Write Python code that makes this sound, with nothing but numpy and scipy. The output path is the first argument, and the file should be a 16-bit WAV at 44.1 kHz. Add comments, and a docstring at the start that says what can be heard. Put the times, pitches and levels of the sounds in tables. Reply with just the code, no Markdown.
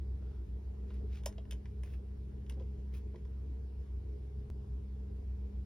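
"""Small bathroom with a wooden floor: bare feet step onto a glass scale, heard from above by a phone.
Clicks are noise bursts ringing the scale's modes; sliding skin is grainy hiss with a resonant squeak.
Thuds into the boards are decaying resonant noise. A machine hums in wavering sines over steady
noise-driven resonances, with broad noise and hiss behind. Near the end the hum jumps in phase, with a tick."""
import sys
import numpy as np
from scipy import signal
from scipy.fft import rfft, irfft, next_fast_len
from scipy.io import wavfile
from scipy.ndimage import uniform_filter1d

SR = 44100
rng = np.random.default_rng(int(sys.argv[2]) if len(sys.argv) > 2 else 0)


def pcm_store(signal):
    """Save signal as 16-bit PCM."""
    levels = np.round(np.clip(np.atleast_2d(signal), -1, 1) * 32767)
    wavfile.write(sys.argv[1], SR, levels.astype(np.int16).T)


N = 249253

JUMP_S = 4.5018  # phase jump of the hum, and its tick


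def amp(db):
    """Decibels to gain."""
    return 10 ** (np.asarray(db) / 20)


def evened(x):
    """Scales to rms 1."""
    return x / np.sqrt(np.mean(x ** 2) + 1e-20)


def read(points, hz):
    """Interpolates (hz, value) points on a log-frequency axis."""
    point_hz, value = np.transpose(points)
    return np.interp(np.log(hz + 1), np.log(point_hz + 1), value)


def add(mix, start_s, sound):
    """Mixes a sound in at a time, cut at the end of the mix."""
    part = mix[round(start_s * SR):][:len(sound)]
    part += sound[:len(part)]


def resonate(x, hz, width_hz):
    """Steep resonance: shifts hz down to zero, applies a double pole, shifts back."""
    turn = np.exp(2j * np.pi * np.cumsum(hz * np.ones(len(x))) / SR)
    r = np.exp(-np.pi * abs(width_hz) / SR)
    smooth = signal.lfilter([(1 - r) ** 2], [1, -2 * r, r * r], x / turn)
    return 2 * (turn * smooth).real


def shape(x, gain_db):
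    """Filters by a gain that is a function of frequency."""
    hz = np.fft.rfftfreq(len(x), 1 / SR)
    return irfft(rfft(x) * amp(gain_db(hz)), len(x))


def drift(t, top_hz):
    """Slow random waver of rms 1: sines from 0.2 Hz to top_hz, weaker as they get faster."""
    rates_hz = np.geomspace(.2, top_hz, num=20)
    return evened(sum(np.sin(2 * np.pi * (f * t + rng.random())) / np.sqrt(f) for f in rates_hz))


def click(level_db, hz, narrow_db, low_db, high_db, treble_db):
    """A short rattle drives the scale's modes; where it lands decides which ones answer."""
    # modes of the scale: mode_hz, least width_hz, level_db
    plate = [(464, 130, -4.5), (617, 124, 4.5), (858, 130, -2.5), (1012, 67, 7), (1600, 790, 0.5),
             (2390, 1260, 6.5), (2540, 650, 6), (3180, 1250, 0.5), (4000, 1060, 4), (4030, 1400, 5.5),
             (5530, 630, 1.5), (6200, 580, 0), (7600, 2200, 3), (8040, 770, 0), (9500, 3100, 5),
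             (13200, 2400, -7.5), (14800, 2500, -7)]
    rattle_t60_s, rise_s = 0.02, .0007
    max_sharpness = 7  # pitch over width, damped by the foot
    t = np.arange(2500) / SR
    rise = 1 - np.exp(-t / rise_s)
    rattle = rng.standard_normal(len(t)) * rise * amp(-60 * t / rattle_t60_s)
    loose_part = (hz, hz * 0.26, 1.5)
    out = 0
    for k, (mode_hz, width_hz, mode_db) in enumerate([*plate, loose_part]):
        if mode_hz < 740:
            share_db = low_db
        elif mode_hz < 1200:
            share_db = high_db
        elif mode_hz > 8000:
            share_db = treble_db
        else:
            share_db = -abs(narrow_db) * min(np.log2(mode_hz / hz) ** 2, 3)
        ring = resonate(rattle, mode_hz, max(width_hz, mode_hz / max_sharpness))
        sign = (-1) ** k
        out = out + sign * amp(mode_db + share_db) * ring / abs(ring).max()
    return amp(level_db) * out


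def slide(rise_s, hold_s, fall_s, level_db, treble_db, squeak_hz, squeak_db):
    """Skin catching on glass: hiss broken into small grains, with a squeak; both follow the speed."""
    # colour of the hiss: hz, relative level_db_per_hz
    skin = [(600, -28), (1100, -5.5), (1600, -5.5), (2400, -1.5), (4000, -7), (6000, -10), (7800, -16.5),
            (10000, -13), (13000, -17.5), (15500, -14)]
    quiet_db = -20  # at start and end, relative to full speed
    squeak_sag = .05  # share by which the squeak sits lower at no speed
    split_hz = 8300
    t = np.arange(0, rise_s + hold_s + fall_s, 1 / SR)
    speed = np.clip(np.minimum(t / rise_s, (t[-1] - t) / fall_s), 0, 1)
    slow = 1 - speed
    grain_noise = uniform_filter1d(rng.standard_normal(len(t)), size=160)
    grains = amp(2.4 * evened(grain_noise))
    hiss = shape(grains * rng.standard_normal(len(t)), lambda f: read(skin, f))
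    low = evened(shape(hiss, lambda f: -80 * (f > split_hz)))
    high = evened(shape(hiss, lambda f: -80 * (f < split_hz)))
    squeak = evened(resonate(hiss, squeak_hz * (1 - squeak_sag * slow), 348.4))
    sound = low + amp(treble_db) * high + amp(squeak_db) * squeak
    return amp(level_db + quiet_db * slow) * sound


def thud(level_db, hz):
    """Weight sinking into the boards: a soft push, dull and slow to rise."""
    t60_s, rise_s = 0.13, 0.0021
    t = np.arange(9000) / SR
    push = evened(resonate(rng.standard_normal(len(t)), hz, 240))
    return amp(level_db - 60 * t / t60_s) * (1 - np.exp(-t / rise_s)) * push


def hum():
    """Machine: sines wavering in level and phase, over steady noise-driven resonances up to about 1 kHz."""
    # mean pitches of the steady tones: hz
    tone_hz = [58.3, 65.33, 202.62, 415.3]
    # phase each tone skips at the jump: turns
    skip_turns = [0, -.47, .4, 0]
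    # steady tones: level_db (main tone: offset from main_level), waver_db
    tone_levels = [(-53.5, 4.3), (0, -0.23), (-59.5, 2.1), (-70.5, 3.5)]
    # slow level of the main tone: time_s, level_db
    main_level = [(0.0, -37), (0.22, -42.5), (0.6, -44), (1.15, -40), (1.35, -45.5), (1.92, -41),
                  (2.44, -43.5), (2.6, -41), (3.07, -43.5), (3.43, -40), (4.09, -42.5), (4.88, -43.5),
                  (5.3, -39.5), (5.48, -40), (5.65, -42.5)]
    # swells of the main tone's octave: time_s, level_db
    octave_level = [(0.0, -59.5), (0.38, -57), (0.42, -68), (1.64, -60.5), (1.78, -56), (2.0, -65.5),
                    (2.36, -57), (2.69, -56), (3.02, -64.5), (3.59, -62.5), (3.7, -74), (4.06, -58.5),
                    (4.48, -53), (5.22, -64), (5.65, -60.5)]
    # steady noise-driven resonances: hz, width_hz, level_db (before the bass cut)
    boom = [(44.2, 12, -69), (63, 12, -52), (91, 10, -55.5), (584, 90, -85.5), (972, 100, -89)]
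    main_hz = tone_hz[1]
    t = np.arange(N) / SR
    after_jump = np.clip((t - JUMP_S) / .003 + .5, 0, 1)  # 3 ms ramp

    octave_db = np.interp(t, *np.transpose(octave_level))
    octave_phase = 2 * np.pi * (2 * main_hz * t + rng.random()) + 0.41 * drift(t, 3.2)
    out = np.sqrt(2) * amp(octave_db) * np.sin(octave_phase)
    for hz, turns, (level_db, waver_db) in zip(tone_hz, skip_turns, tone_levels):
        if hz == main_hz:
            level_db = level_db + np.interp(t, *np.transpose(main_level))
        phase = 2 * np.pi * (hz * t + rng.random() + turns * after_jump) + 0.13 * drift(t, 1.5)
        out += np.sqrt(2) * amp(level_db + waver_db * drift(t, 3)) * np.sin(phase)
    for hz, width_hz, level_db in boom:
        out += amp(level_db) * evened(resonate(rng.standard_normal(N), hz, width_hz))
    return out


def tick():
    """The wave steps down at the hum's jump and settles exponentially: a dry tick."""
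    step_db, settle_s = -43, 0.0054
    out = np.zeros(N)
    add(out, JUMP_S, -amp(step_db) * np.exp(-np.arange(800) / SR / settle_s))
    return out


def air():
    """Broad room noise and microphone hiss: shaped spectral noise, faintly patchy in time and pitch."""
    # colour: hz, relative level_db_per_hz
    colour = [(30, -11.5), (50, -5.5), (100, -6.5), (170, -16.5), (300, -19), (450, -16), (510, -30.5),
              (750, -32), (1150, -40), (2000, -45), (4500, -51.5), (8000, -56.5), (11000, -60.5),
              (13000, -65.5)]
    # left-right correlation of the noise: hz, correlation
    correlation = [(120, 1), (290, 0.66), (640, -0.33), (1400, -0.13), (3000, 0.1), (4600, .25), (5500, 1),
                   (7500, .75), (9500, 0.81), (11000, 1), (13000, 0.52), (15500, 0.78)]
    # channel balance: hz, left_minus_right_db
    tilt = [(60, 1), (240, 1.5), (950, 0), (3770, 0.5), (15000, -0.5)]
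    level_db, patch_db = -51.5, 1.64
    frames, hz = N // 512 + 5, np.fft.rfftfreq(2048, 1 / SR)
    a, b, c, d, patches = rng.standard_normal((frames, 1025, 5)).T
    patches = uniform_filter1d(patches, size=6, axis=1)
    patches = evened(uniform_filter1d(patches, size=20, axis=0))
    same = np.clip(read(correlation, hz), -1, 1)[:, None]
    left = a + 1j * b
    right = same * left + np.sqrt(1 - same ** 2) * (c + 1j * d)
    balance_db = np.multiply.outer([.5, -.5], read(tilt, hz))[..., None]
    z = np.array([left, right])
    z *= amp(read(colour, hz)[:, None] + patch_db * patches + balance_db)
    noise = signal.istft(z, nperseg=2048, noverlap=1536)[1][:, :N]
    return amp(level_db) * evened(noise)


def room(x):
    """Echoes: sparse taps of random sign, each band dying at its own speed, largely shared left and right."""
    # decay: hz, t60_s
    decay = [(300, 0.085), (1500, 0.13), (5000, 0.1), (10000, 0.11), (15000, 0.077)]
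    taps = np.zeros((3, SR // 2))
    at = np.arange(200, SR // 2 - 8, 8) + rng.integers(0, 8, (3, (SR // 2 - 201) // 8))
    np.put_along_axis(taps, at, rng.choice([-1., 1.], at.shape), 1)
    shared, own = taps[0], taps[1:]
    hz, t, z = signal.stft(shared + 0.43 * own, SR, nperseg=128)
    fade = amp(-60 * t / read(decay, hz)[:, None])
    tail = signal.istft(z * fade, SR, nperseg=128)[1]
    return signal.fftconvolve(x[None], tail / np.linalg.norm(tail[0]), axes=1)[:, :N]


def scene():
    """Feet and scale, direct and echoed by the room, over hum and air."""
    # clicks: start_s, level_db, stressed pitch_hz, narrowing_db_per_octave_squared (sign ignored),
    # low_knock_db, high_knock_db, treble_db
    clicks = [(0.2225, -76, 1400, 6, 10, -4, -25), (0.9038, -57, 1600, 9.5, -12, -14, -27),
              (0.9414, -73, 2670, 11, -6, -12, 0), (1.2346, -66.5, 3200, -2, -5, -9, -4),
              (1.2585, -39, 5210, 3.5, -2, -13.5, -2.5), (1.2698, -58.5, 3750, 3, 1, -4, 2),
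              (1.3244, -68.5, 1900, 0.5, -9, -9, -6), (1.3808, -59.5, 3100, 10.5, 5.5, -12, -30),
              (1.4521, -65, 1850, 9, -14, -12, -30), (1.509, -51, 3480, 7, -19, -28, 0.5),
              (1.5214, -53.5, 3000, 5.5, -10, -20, -25), (1.5304, -62, 5100, -2, -10, -9, -3),
              (1.6556, -62, 2260, 5, -29, -9, -30), (1.8332, -58.5, 2120, 2.5, -8, -12, -3),
              (1.8554, -74, 2000, 6, -20, -14, -25), (1.8726, -68, 1990, 6, -14, -12, -21),
              (1.935, -65.5, 1920, 4, -25, -21, -10), (2.4633, -71, 3340, 7, -16, -18, -17),
              (2.4962, -54, 3000, 4, -34, -21, -1), (2.5044, -69, 2250, 10, -20, 1.5, -22),
              (2.5214, -67, 3750, 7, -17, -14, -12), (2.539, -77, 4500, 4, -20, -15, -8),
              (2.5965, -69, 3300, 10, -2, -4.5, -30), (2.6074, -75, 4000, 8, 0, -6, -21),
              (2.6224, -74, 2980, 6, -5, -16, -24), (2.9377, -68, 2500, -2, -12, -15, -14),
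              (3.1425, -71, 1300, 5, 1, 5, -25), (3.1577, -65.5, 2600, 6, -16, -8, -16),
              (3.2515, -69.5, 2600, 4.5, -14, -8, -20)]
    # skin slides: start_s, rise_s, hold_s, fall_s, level_db, treble_db, squeak_hz, squeak_db
    slides = [(0.19, 0.033, 0.16, 0.057, -82.5, -16, 1360, 1),
              (0.86, 0.024, 0.076, 0.08, -75.5, -14, 1900, -13),
              (1.085, 0.048, 0.052, .035, -65.5, -13, 2350, -21),
              (1.834, 0.012, 0.098, 0.041, -73.5, -4, 2620, -11),
              (2.92, 0.027, 0.027, 0.028, -67, -3, 2420, -8.5)]
    # thuds: start_s, level_db (before rise and decay), pitch_hz
    thuds = [(2.44, -57, 360), (2.511, -50.5, 231), (2.568, -47.5, 254), (2.605, -50.5, 420),
             (3.139, -50, 433)]
    spots, boards = np.zeros((4, N)), np.zeros(N)
    for k, (start_s, *row) in enumerate(clicks):  # spots taken in turn, each with its own echoes
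        add(spots[k % len(spots)], start_s, click(*row))
    for k, (start_s, *row) in enumerate(slides):
        add(spots[k % len(spots)], start_s, slide(*row))
    for start_s, *row in thuds:
        add(boards, start_s, thud(*row))
    direct = spots.sum(axis=0) * amp([[-.3], [.3]])  # left, right
    echoes = sum(room(spot) for spot in spots)
    floor = boards + amp(-5.0) * room(boards)
    return direct + amp(-8.0) * echoes + floor + hum() + air()


def record(dry):
    """Left and right channels with treble out of phase, a bass cut, the tick and a band limit."""
    # left-right phase difference: hz, left_minus_right_rad
    phase_difference = [(1200, 0), (2500, .9), (4300, .9), (4900, .3), (6200, 1.7), (7650, 3.14),
                        (9200, 4.6), (10700, 6.28), (12800, 7.7), (13700, 9.4), (14800, 11.8),
                        (16000, 12.2)]
    bass_cut_hz, band_limit_hz = 40, 15950
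    size = next_fast_len(N)
    hz = np.fft.rfftfreq(size, 1 / SR)
    phase_turn = np.exp(.5j * np.multiply.outer([1, -1], read(phase_difference, hz)))
    bass_cut = 1 / np.sqrt(1 + (bass_cut_hz / (hz + 1)) ** 8)
    heard = irfft(rfft(dry, size) * phase_turn * bass_cut, size)[:, :N] + tick()
    lowpass = signal.firwin(511, band_limit_hz, window=("kaiser", 9), fs=SR)
    return signal.oaconvolve(heard, lowpass[None], "same")


dry = scene()
out = record(dry)
pcm_store(out)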